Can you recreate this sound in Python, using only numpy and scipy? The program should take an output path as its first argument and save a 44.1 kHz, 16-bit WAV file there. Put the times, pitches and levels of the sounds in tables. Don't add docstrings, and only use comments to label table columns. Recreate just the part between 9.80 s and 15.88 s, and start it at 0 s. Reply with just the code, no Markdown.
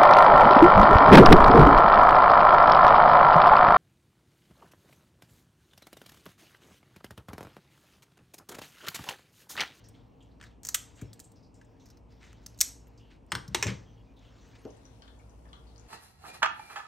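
import sys
import numpy as np
from scipy import signal
from scipy.fft import rfft, irfft, next_fast_len
from scipy.io import wavfile
from scipy.ndimage import uniform_filter1d, map_coordinates

SR = 44100
rng = np.random.default_rng(int(sys.argv[2]) if len(sys.argv) > 2 else 0)


def magnitude_from_level(level_db):
    exponent = np.asarray(level_db, float) / 20
    return 10 ** exponent


def bounce(signal):
    frames = np.transpose(np.atleast_2d(signal))
    limited = np.clip(frames, -1, 1)
    pcm = np.round(limited * 32767).astype(np.int16)
    wavfile.write(sys.argv[1], SR, pcm)


N = 268105

# f/Hz, density/dB per Hz
AIR_SPECTRUM = [(18, -30.5), (30, -9), (45, -5.5), (80, -5.5), (257, -10), (467, -19.5), (526, -17),
                (932, -20.5), (1540, -38), (1950, -39.5), (2730, -37), (4000, -53.5), (5200, -52.5),
                (5720, -51), (9000, -59.5), (11700, -93), (19800, -120)]
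# f/Hz, likeness
AIR_LIKENESS = [(60, 1), (130, 0.56), (290, 0.8), (640, 0.076), (1410, 0.4), (3100, 1), (6820, 0.94),
                (15000, 0.1397)]
# f/Hz, left minus right/dB
AIR_LEAN = [(60, 6.5), (180, 0.5), (550, 1.5), (1650, 1), (4970, -4.5), (15000, -1)]
# f/Hz, width/Hz, level/dB
HUM = [(58.7, 0.74, -59.5), (48.5, .6, -64), (110.94, 6.6, -61.5), (267.3, 37, -68), (461.6, 29, -72)]
# f/Hz, density/dB per Hz
HISS = [(4000, -12), (6500, -0.5), (9000, 2.5), (12800, -3.5), (13800, -13.5), (15400, -11.5),
        (16300, -20.5)]
# t/s, effort/dB, dryness (-1 greasy, dull .. 1 dry, bright)
RUSTLE = [(0.0, -69, 0.05), (0.22, -76, 0.05), (0.69, -76, 0.05), (0.91, -78.5, 0.05), (1.03, -67, 0.05),
          (1.61, -75.5, 0.05), (2.37, -70.5, 0.05), (2.57, -68.5, 0.05), (2.81, -70.5, 0.05),
          (3.3, -74.5, 0.05), (3.56, -69.5, 0.05), (3.71, -69.5, 0.05), (3.77, -52, 0.05),
          (4.08, -70, 0.05), (4.37, -73.5, 0.05), (4.64, -64.5, 0.05), (5.49, -72.5, 0.05),
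          (6.08, -69.5, 0.05)]
# low f/Hz, high f/Hz, level/dB, share of effort followed, dB per unit dryness
RUSTLE_BANDS = [(1110, 4100, -71, 1.3, -9.5), (3000, 6520, -78.5, 1.2, 4), (6000, 12000, -85, 0.4, 7.5),
                (9680, 16000, -88.5, 0.45, 9)]
# start t/s, end t/s
PAUSES = [
    (.74, .81),
    (1.64, 1.73),
    (2.19, 2.28),
    (3.39, 3.46),
]
# t/s, peak level/dB,
# f/Hz, t60/s
SCUFFS = [(0.0, -60.5, 2920, 0.15), (.039, -53, 5500, 0.25), (.404, -57.5, 3100, 0.3),
          (.424, -63, 7000, 0.091), (.51, -67, 4240, 0.14), (1.44, -49, 7700, 0.16),
          (1.556, -58.5, 5160, 0.28), (1.625, -61, 4950, 0.29), (1.74, -57, 7460, 0.19),
          (1.742, -63, 5400, 0.27), (1.845, -62.5, 7300, 0.055), (1.995, -60.5, 3880, 0.3),
          (1.997, -59.5, 6000, 0.42), (2.82, -48, 6600, 0.32), (3.175, -57, 5030, 0.16),
          (3.175, -59.5, 6290, 0.084), (3.194, -58, 2930, 0.85), (4.365, -58, 3650, 0.24),
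          (4.39, -63, 6400, 0.024), (4.45, -56.5, 3200, 0.33), (4.58, -60, 4230, 0.31)]
# t/s, peak level/dB, f/Hz, t60/s
RUBS = [(.135, -53.5, 3280, 0.44), (.599, -51, 1946, 0.018), (.615, -56, 5340, 0.22),
        (.65, -49.5, 3740, 0.1), (.69, -58.5, 2894, 0.25), (.834, -45, 6500, 0.12), (.855, -49, 5580, .15),
        (.875, -42, 4500, 0.1), (.895, -52, 4440, 0.4), (1.15, -54, 6900, 0.34), (1.172, -48.5, 2400, 0.34),
        (2.3, -56.5, 4710, 0.2), (2.402, -50.5, 1940, 0.89), (2.44, -54.5, 6200, 0.22),
        (2.635, -64, 6150, 0.034), (3.3, -50.5, 2060, 0.21), (3.872, -26.5, 2220, 0.15),
        (4.41, -53.5, 3000, 0.47), (4.52, -70, 4160, 0.39), (4.62, -71, 2480, 0.47),
        (4.75, -49.5, 1680, 0.055)]
# t/s, peak level/dB, f/Hz, t60/s, thickness as body level below 3.5 kHz/dB
CRACKS = [(.0865, -45, 8800, 0.035, -13), (.6122, -37, 1700, 0.013, 8), (.615, -42.5, 1600, 0.02, -4),
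          (.6262, -42.5, 1785, .012, 1), (.6283, -44, 1820, 0.05, -5), (.6393, -38.5, 1708, 0.011, -6),
          (.643, -48.5, 1690, 0.051, -6), (.646, -48.5, 3850, .03, -1), (.667, -48.5, 1787, 0.035, 4),
          (.833, -33, 7000, 0.011, -9), (.8498, -24.5, 6970, 0.028, -5.5), (.8878, -18, 6850, 0.027, -5.5),
          (.891, -26.5, 7000, .04, -20), (1.2143, -35.5, 6800, 0.038, 4.5),
          (1.3314, -35.5, 4850, 0.0055, -6.5), (1.334, -40, 7900, 0.038, -17),
          (1.394, -38.5, 7340, 0.02, 2.5), (1.3999, -34.5, 7600, 0.037, -22), (1.518, -50, 7500, 0.036, -3),
          (1.8135, -49.5, 1720, 0.051, -2.5), (2.0572, -49.5, 5660, 0.088, -1),
          (2.0867, -56, 5450, 0.03, -5), (2.1018, -46, 5400, 0.049, -7), (2.171, -52.5, 5200, 0.052, 0),
          (2.4304, -43.5, 2200, 0.0055, 0), (2.439, -48, 2100, 0.053, -2), (2.5303, -40.5, 6000, 0.0087, 7),
          (2.619, -66.5, 6500, 0.013, -20), (2.63, -63, 6400, 0.017, -16), (2.6625, -30, 5900, 0.02, -9.5),
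          (2.7454, -51, 4504, .02, -7), (3.0706, -52, 7460, 0.023, 8), (3.465, -58, 8130, 0.013, -8.5),
          (3.6794, -36.5, 5390, 0.031, -11)]
# t/s, peak level/dB, f/Hz, t60/s, thickness/dB
BITES = [(.857, -32.5, 7550, 0.013, -16), (.867, -35, 6500, 0.0093, -11.5), (.87, -22, 7050, 0.0068, -7.5),
         (.873, -35.5, 7500, .02, -19), (.9437, -14.5, 6000, 0.02, -7), (.9455, -24, 1730, .015, 3.5),
         (.9466, -8.5, 7400, 0.005, 8), (.9474, -14, 7400, .02, -7), (.9495, -17.5, 7430, .035, 5.5),
         (.956, -28.5, 6000, 0.018, -3), (2.6655, -31, 5900, 0.011, -12.5), (2.7765, -51, 6800, 0.02, -22),
         (2.788, -41, 7000, .12, -21.5), (2.789, -47, 4045, 0.012, -9.5), (2.8056, -20, 6750, 0.0081, -21),
         (2.8063, -8.5, 7050, 0.0074, -19.5), (2.8088, -17, 7000, 0.006, -24.5),
         (2.811, -17.5, 7600, .005, -20.5), (2.8118, -1.5, 6400, 0.004, -25),
         (2.8124, -13.5, 11200, .012, -20), (2.8131, -6.5, 6900, 0.004, -24.5),
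         (2.8145, -25.5, 2080, 0.026, -8), (2.8152, -9.5, 7900, 0.015, -21.5),
         (2.8165, -16.5, 9100, .01, -19.5), (2.818, -14, 6386, .012, -18.5), (2.888, -36.5, 6600, 0.02, 0),
         (4.851, -49, 1500, 0.018, 7)]
# t/s, peak level/dB, f/Hz, t60/s
FAR_CLICKS = [(4.904, -51, 6000, 0.023), (4.97, -51, 8500, 0.024), (5.053, -47, 6000, 0.024),
              (5.2205, -46, 4500, 0.011), (5.221, -47, 3200, .03), (5.2215, -50, 5590, 0.01),
              (5.226, -53.5, 1400, .12), (5.278, -47, 3436, 0.047), (5.391, -54, 6870, 0.014),
              (5.395, -56, 2260, 0.16), (5.495, -55, 6000, 0.025), (5.654, -54.5, 1703, 0.15),
              (5.689, -59, 4660, 0.024), (5.73, -39.5, 3200, 0.033), (5.731, -45.5, 3810, 0.015),
              (5.737, -50.5, 1250, 0.08), (5.869, -56.5, 4300, 0.16), (5.96, -47.5, 4600, 0.0094),
              (5.98, -46.5, 6000, 0.017), (5.996, -46.5, 6580, 0.036)]
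# body level/dB, body slope/dB per octave, fizz level/dB, fizz slope/dB per octave
CRACK_TONE = (1, -3.5, -15.5, 11)
BITE_TONE = (-3, 0, -16, 10.5)
FAR_TONE = (-3, -3, -46, 9)
SCUFF_TONE = (-22.5, -20.5, -25, 0.5)
RUB_TONE = (-0.5, -12, -22.5, 3)
# t/s, peak level/dB, scrape t60/s
SHUTS = [
    (.9468, -24, 0.026),
    (2.8138, -16.5, 0.014),
    (2.825, -31.5, 0.13),
]
# t/s, peak level/dB, scrape t60/s
TIP_KNOCKS = [
    (3.5188, -11, 0.007),
    (3.5215, -21, 0.037),
    (3.5512, -17.5, 0.009),
    (3.554, -27.5, 0.035),
    (3.5645, -41.5, 0.025),
]
HANDLE_KNOCKS = [
    (3.7458, -13.5, 0.019),
    (3.7472, -12, 0.025),
    (3.7492, -22, 0.0043),
    (3.7508, -23.5, 0.024),
    (3.755, -24.5, 0.038),
]
SETTLE_KNOCKS = [
    (3.8256, -10, 0.01),
    (3.8272, -16.5, 0.019),
    (3.8292, -14, 0.016),
    (3.832, -20, 0.071),
    (3.8672, -23, 0.06),
    (3.8705, -44.5, 0.056),
    (3.8800, -38, 0.014),
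    (3.912, -45.5, 0.0095),
]
# f/Hz, width/Hz, level/dB
BLADE_MODES = [(704, 230, -19.5), (2000, 230, -6), (3700, 180, -11), (6360, 110, -0.5), (6560, 160, 4),
               (7300, 120, -5), (8060, 310, -4.5)]
TIP_MODES = [(500, 140, -7), (1050, 234, 7), (1600, 770, 1), (2170, 590, 1), (3200, 440, -2.5),
             (4210, 400, -2.5), (5200, 330, -5), (7400, 760, -13), (8370, 470, -10)]
HANDLE_MODES = [(365.4, 36, 12.5), (875, 160, 5.5), (1400, 540, -2.5), (2090, 390, 7), (3000, 290, 3.5),
                (3650, 830, 3.5), (5800, 370, 0), (7230, 1600, -3), (9100, 1400, -6.5), (11200, 280, -16)]
SETTLE_MODES = [(400, 21, 6), (990, 170, 1.5), (1740, 190, 1), (2434, 410, 4.5), (3724, 530, -8.5),
                (5450, 400, 0), (6200, 500, -2), (7400, 960, -4.5), (8580, 800, -13)]
# t/s, peak level/dB, f/Hz, t60/s
THUDS = [(1.22, -34.5, 292, 0.096), (1.222, -31.5, 105, 0.081), (1.251, -40, 136, 0.24),
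         (3.526, -34, 125.3, 0.28), (3.528, -39.5, 305, 0.35), (3.553, -35, 122, 0.29),
         (3.681, -34.5, 155, 0.39), (3.71, -38, 99, 1), (3.753, -45, 200, 0.4), (3.853, -28, 341, 0.24),
         (3.856, -26, 129, 0.064), (3.863, -27, 77, 0.17), (3.875, -26.5, 121, 0.17),
         (3.892, -33, 150, 0.051), (3.908, -31.5, 115, 0.33), (3.945, -51, 90, 0.064),
         (4.851, -33.5, 308, 0.12), (4.852, -35.5, 415, 0.079), (4.855, -40.5, 574, 0.16)]
# start t/s, length/s, start f/Hz, end f/Hz, level/dB
SQUEAKS = [(1.23, .096, 5350, 5400, -76), (3.076, .012, 12200, 11950, -70), (3.5, 0.018, 5130, 5170, -69),
           (3.505, .013, 7900, 7600, -71), (4.054, 0.06, 3200, 3200, -73), (4.056, 0.11, 6050, 5950, -78),
           (4.161, 0.063, 2980, 2850, -74), (4.165, .07, 3250, 3250, -77), (4.26, 0.08, 2450, 2400, -77),
           (4.615, 0.103, 6900, 8400, -82), (4.67, 0.043, 11250, 12750, -82), (4.73, .022, 2300, 2400, -69),
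           (4.77, 0.057, 9410, 9150, -77), (4.808, 0.086, 13000, 11200, -78)]
# f/Hz, t60/s
WALLS = [(300, 0.46), (1000, 0.43), (3000, .32), (6500, 0.34), (9000, 0.3), (12000, 0.26), (16000, 0.12)]
# f/Hz, left minus right/dB
NEAR_LEAN = [(60, 2), (180, 3), (700, 2.5), (1250, 4), (1900, 1.2), (2600, -.3), (15000, -.3)]
# f/Hz, turns
PORT_SLIP = [(8500, 0), (10200, .5), (12100, 1), (13800, 1.5), (15500, 2)]
# f/Hz, left lead/rad
DIRECT_SKEW = [(700, 0.1), (1250, -.1), (1900, -.25), (2600, .45), (3500, .68), (5000, 0.33), (8000, 0.28),
               (12000, .15)]
# f/Hz, left minus right/dB
FAR_LEAN = [(700, 3), (2600, 5), (5500, 11), (7500, 7), (8500, 0), (9600, -9), (10600, -6), (11500, 0)]
# f/Hz, half width/Hz, level/dB
TREBLE_DIPS = [(10310, 87, -4), (14100, 410, -2), (12580, 1500, -2.5)]

SCENE_CHANGE_S = 4.878
AIR_DB = -57
USUAL_EFFORT_DB, PAUSE_DB, PAUSE_EASE_S = -70, -10.5, 0.027
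MIDDLE_HZ = 4000
TIP_FIZZ_DB, HANDLE_FIZZ_DB = -19, -24
THUD_DAMPING = 0.56
BLUR_HZ = 160
SLIP_DWELL = 0.9
SWAY_SAMPLES, SWAY_SPAN = 1.8, 200
SHARED_ABOVE_HZ = 11200
TOP_HZ = 15780


def evened(x):
    return x / np.sqrt(np.mean(x ** 2) + 1e-20)


def read(points, hz):
    f, value = np.transpose(points)
    return np.interp(np.log(hz + 1), np.log(f + 1), value)


def add(mix, s, sound):
    part = mix[round(s * SR):][:len(sound)]
    part += sound[:len(part)]


def resonate(x, hz, width_hz):
    turn = np.exp(2j * np.pi * np.cumsum(hz * np.ones(len(x))) / SR)
    r = np.exp(-np.pi * width_hz / SR)
    return 2 * (turn * signal.lfilter([1 - r], [1, -r], x / turn)).real


def band(x, low_hz, high_hz):
    sos = signal.butter(2, [low_hz, min(high_hz, SR / 2.2)], "band", fs=SR, output="sos")
    return signal.sosfilt(sos, x)


def kitchen_air():
    frames, hz = N // 512 + 5, np.fft.rfftfreq(2048, 1 / SR)
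    a, b, c, d = rng.standard_normal((frames, 1025, 4)).T
    same = np.clip(read(AIR_LIKENESS, hz), -1, 1)[:, None]
    left = a + 1j * b
    right = same * left + np.sqrt(1 - same ** 2) * (c + 1j * d)
    level_db = read(AIR_SPECTRUM, hz) + np.outer([.5, -.5], read(AIR_LEAN, hz))
    z = np.array([left, right]) * magnitude_from_level(level_db)[:, :, None]
    air = magnitude_from_level(AIR_DB) * evened(signal.istft(z, nperseg=2048, noverlap=1536)[1][:, :N])
    drive = rng.standard_normal(N + 2 * SR)
    for hum_hz, width_hz, db in HUM:
        hum = resonate(resonate(drive, hum_hz, width_hz), hum_hz, width_hz)[-N:]
        air = air + magnitude_from_level(db) * evened(hum)
    return air


def hiss():
    size = next_fast_len(N)
    shape = magnitude_from_level(read([(20, -60), (2000, -47.5)] + HISS, np.fft.rfftfreq(size, 1 / SR)))
    return evened(irfft(rfft(rng.standard_normal((size, 2)).T) * shape, size)[:, :N])


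def rustle():
    s, effort_db, dryness = np.transpose(RUSTLE)
    grains = rng.standard_normal((2, N))
    flutter = evened(uniform_filter1d(rng.standard_normal(N), size=130))
    z = signal.stft(grains * magnitude_from_level(1.3 * flutter), nperseg=256)[2]
    patches = uniform_filter1d(rng.standard_normal(z[0].T.shape), size=24, axis=0)
    patches = uniform_filter1d(patches, size=4, axis=1)
    grains = signal.istft(z * magnitude_from_level(2.8 * evened(patches).T), nperseg=256)[1][:, :N]
    t = np.arange(N) / SR
    push_db = np.interp(t, s, effort_db - USUAL_EFFORT_DB)
    dry = np.interp(t, s, dryness)
    still = np.zeros(N)
    for start, end in PAUSES:
        still += np.clip(np.minimum(t - start, end - t) / PAUSE_EASE_S + 1, 0, 1)
    out = np.zeros((2, N))
    for low_hz, high_hz, db, share, dry_db in RUSTLE_BANDS:
        out += magnitude_from_level(db + share * push_db + dry_db * dry) * evened(band(grains, low_hz, high_hz))
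    return magnitude_from_level(PAUSE_DB * still) * out


def splinters(t60, chance, rise_s, first, spiky_db=2.0):
    t = np.arange(len(chance)) / SR
    size = magnitude_from_level(spiky_db * evened(uniform_filter1d(chance[::-1], size=24)))
    spray = chance * size * (1 - np.exp(-t / rise_s)) * magnitude_from_level(-60 * t / t60)
    return spray + first * signal.unit_impulse(len(t), round(rise_s * SR))


def cracks(rows, tone, wide_db, damping, rise_s, body_top_hz, first):
    out = np.zeros((2, N))
    for (s, db, hz, t60, *thick_db), chance in zip(rows, rng.standard_normal((len(rows), 6000))):
        octaves = np.log2(hz / MIDDLE_HZ)
        body_db = tone[0] + tone[1] * octaves + sum(thick_db)
        fizz_db = tone[2] + tone[3] * octaves + 8
        spray = splinters(t60, chance, rise_s, first)
        ring = resonate(resonate(spray, hz, damping * hz), hz, damping * hz)
        snap = evened(ring) + magnitude_from_level(body_db) * evened(band(spray, 1000, body_top_hz))
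        snap += magnitude_from_level(wide_db) * evened(band(spray, 3200, 7500))
        snap += magnitude_from_level(fizz_db) * evened(band(spray, 5800, 14000))
        for port, lean_db in zip(out, (.6 * chance[-1], -.6 * chance[-1])):
            add(port, s, magnitude_from_level(db + lean_db) * snap / abs(snap).max())
    return out


def knocks(rows, modes, fizz_db, first):
    out = np.zeros(N)
    for (s, db, t60), chance in zip(rows, rng.standard_normal((len(rows), 4096))):
        blow = splinters(t60, chance, .0006, first)
        ring = np.zeros(len(blow))
        for k, (hz, width_hz, mode_db) in enumerate(modes):
            ring += (-1) ** k * magnitude_from_level(mode_db) * resonate(blow, hz, width_hz)
        body = band(evened(ring) + magnitude_from_level(-9) * evened(band(blow, 490, 10500)), 210, 12600)
        hit = body + magnitude_from_level(fizz_db + 2.5 * (db + 7.5)) * evened(band(blow, 12000, 23000))
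        add(out, s, magnitude_from_level(db) * hit / abs(hit).max())
    return out


def thuds():
    out, t = np.zeros(N), np.arange(9000) / SR
    for (s, db, hz, t60), chance in zip(THUDS, rng.standard_normal((len(THUDS), len(t)))):
        push = 3.67 * np.exp(-t / 0.0012) + chance * magnitude_from_level(-60 * t / t60)
        push *= 1 - np.exp(-t / 0.0035)
        ring = band(resonate(push, hz, THUD_DAMPING * hz), 0.5 * hz, 1.67 * hz)
        add(out, s, magnitude_from_level(db) * ring / abs(ring).max())
    return out


def squeaks():
    out = np.zeros(N)
    for start, length, from_hz, to_hz, db in SQUEAKS:
        hz = np.linspace(from_hz, to_hz, round(length * SR))
        drive = rng.standard_normal(9000)[:len(hz)]
        tone = evened(resonate(resonate(drive, hz, BLUR_HZ), hz, BLUR_HZ))
        add(out, start, magnitude_from_level(db) * tone * signal.windows.tukey(len(hz), .4))
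    return out


def walls(x, apart=1.4, apart_top_hz=1500):
    taps = np.zeros((2, SR // 2))
    at = np.arange(200, SR // 2 - 20, 10)
    at = at + rng.integers(0, 10, (2, len(at)))
    np.put_along_axis(taps, at, rng.choice([-1., 1.], at.shape), axis=1)
    hz, t, z = signal.stft(taps, SR, nperseg=256)
    same, other = signal.istft(z * magnitude_from_level(-60 * t / read(WALLS, hz)[:, None]), SR, nperseg=256)[1]
    other = band(other, 400, apart_top_hz)
    other = apart * band(band(other, 100, apart_top_hz), 100, apart_top_hz)
    tail = np.array([same + other, same - other]) / np.linalg.norm(same)
    return signal.fftconvolve(np.atleast_2d(x).mean(0)[None], tail, axes=1)[:, :N]


def sway(x):
    wander = uniform_filter1d(rng.standard_normal(N), size=SWAY_SPAN)
    wander = evened(uniform_filter1d(wander, size=SWAY_SPAN))
    at = np.arange(N) + SWAY_SAMPLES * wander
    return np.array([map_coordinates(port, [at], order=2) for port in x])


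def near_ports(x, direct):
    size = next_fast_len(N)
    hz = np.fft.rfftfreq(size, 1 / SR)
    slip = 2 * np.pi * read(PORT_SLIP, hz)
    slip -= SLIP_DWELL * np.sin(2 * slip) / 2
    ports = magnitude_from_level(np.outer([.5, -.5], read(NEAR_LEAN, hz))) * np.exp(np.outer([-.5j, .5j], slip))
    skew = np.exp(np.outer([.5j, -.5j], read(DIRECT_SKEW, hz)))
    return irfft((rfft(x, size) + rfft(direct, size) * skew) * ports, size)[:, :N]


def dip(x, hz, width_hz, db):
    size = next_fast_len(N)
    offset = (np.fft.rfftfreq(size, 1 / SR) - hz) / width_hz
    return irfft(rfft(x, size) * magnitude_from_level(db * np.exp(-offset ** 2)), size)[:, :N]


def far_ports(x):
    size = next_fast_len(N)
    hz = np.fft.rfftfreq(size, 1 / SR)
    lean = magnitude_from_level(np.outer([.5, -.5], read(FAR_LEAN, hz))) / (1 + (hz / SHARED_ABOVE_HZ) ** 20)
    return irfft(rfft([np.roll(x[0], 17), x[1]], size) * lean, size)[:, :N]


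def scene():
    snaps = cracks(BITES, BITE_TONE, wide_db=-14, damping=.3, rise_s=.00021, body_top_hz=5500, first=1.8)
    snaps += cracks(CRACKS, CRACK_TONE, wide_db=-3, damping=.34, rise_s=.00016, body_top_hz=3500, first=5)
    drags = cracks(SCUFFS, SCUFF_TONE, wide_db=-14.5, damping=.27, rise_s=.0016, body_top_hz=3600, first=0)
    drags += cracks(RUBS, RUB_TONE, wide_db=-11.5, damping=.36, rise_s=.012, body_top_hz=3900, first=0)
    snaps, drags = band(snaps, 780, 19000), band(drags.mean(0), 850, 19000)
    steel = knocks(TIP_KNOCKS, TIP_MODES, TIP_FIZZ_DB, first=2.1)
    steel += knocks(HANDLE_KNOCKS, HANDLE_MODES, HANDLE_FIZZ_DB, first=3.6)
    steel += knocks(SETTLE_KNOCKS, SETTLE_MODES, HANDLE_FIZZ_DB, first=6.3)
    steel += knocks(SHUTS, BLADE_MODES, HANDLE_FIZZ_DB, first=9)
    far = cracks(FAR_CLICKS, FAR_TONE, wide_db=-15, damping=.23, rise_s=.00028, body_top_hz=1640, first=7)
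    far = band(band(far, 880, 9300), 560, 10400)
    bumps = thuds()
    hands, diffuse = rustle() + squeaks()
    airy = hiss()
    second_scene = np.arange(N) > SCENE_CHANGE_S * SR

    shared_hiss = band(band(airy[0], SHARED_ABOVE_HZ, 18000), SHARED_ABOVE_HZ, 18000)
    soft = drags + bumps + (hands + magnitude_from_level(-91) * airy[0]) * ~second_scene + magnitude_from_level(-75.5) * shared_hiss * second_scene
    tail = sway(magnitude_from_level(-14) * walls(snaps + drags) + magnitude_from_level(-12.5) * walls(steel + bumps))
    near = near_ports(soft + tail, snaps + steel)
    far_tail = magnitude_from_level(-6) * sway(walls(far, apart=1.28, apart_top_hz=7000))
    far_hands = np.array([hands, 0.15 * hands + diffuse]) * second_scene
    back = far_ports(far + far_tail + far_hands + magnitude_from_level(-78) * airy * second_scene)
    air = kitchen_air()
    return dip(near, *TREBLE_DIPS[0]) + back + air + magnitude_from_level(-9) * band(air, 330, 2700) * second_scene


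def band_limit(x):
    return signal.sosfilt(signal.butter(12, 16800, fs=SR, output="sos"), x)


def record(dry):
    bass_cut = signal.butter(6, 41, "high", fs=SR, output="sos")
    top_cut = signal.ellip(6, .5, 24, TOP_HZ, fs=SR, output="sos")
    notched = dip(dip(dry, *TREBLE_DIPS[1]), *TREBLE_DIPS[2])
    return band_limit(signal.sosfilt(np.vstack([bass_cut, top_cut]), notched))


dry = scene()
out = record(dry)
bounce(out)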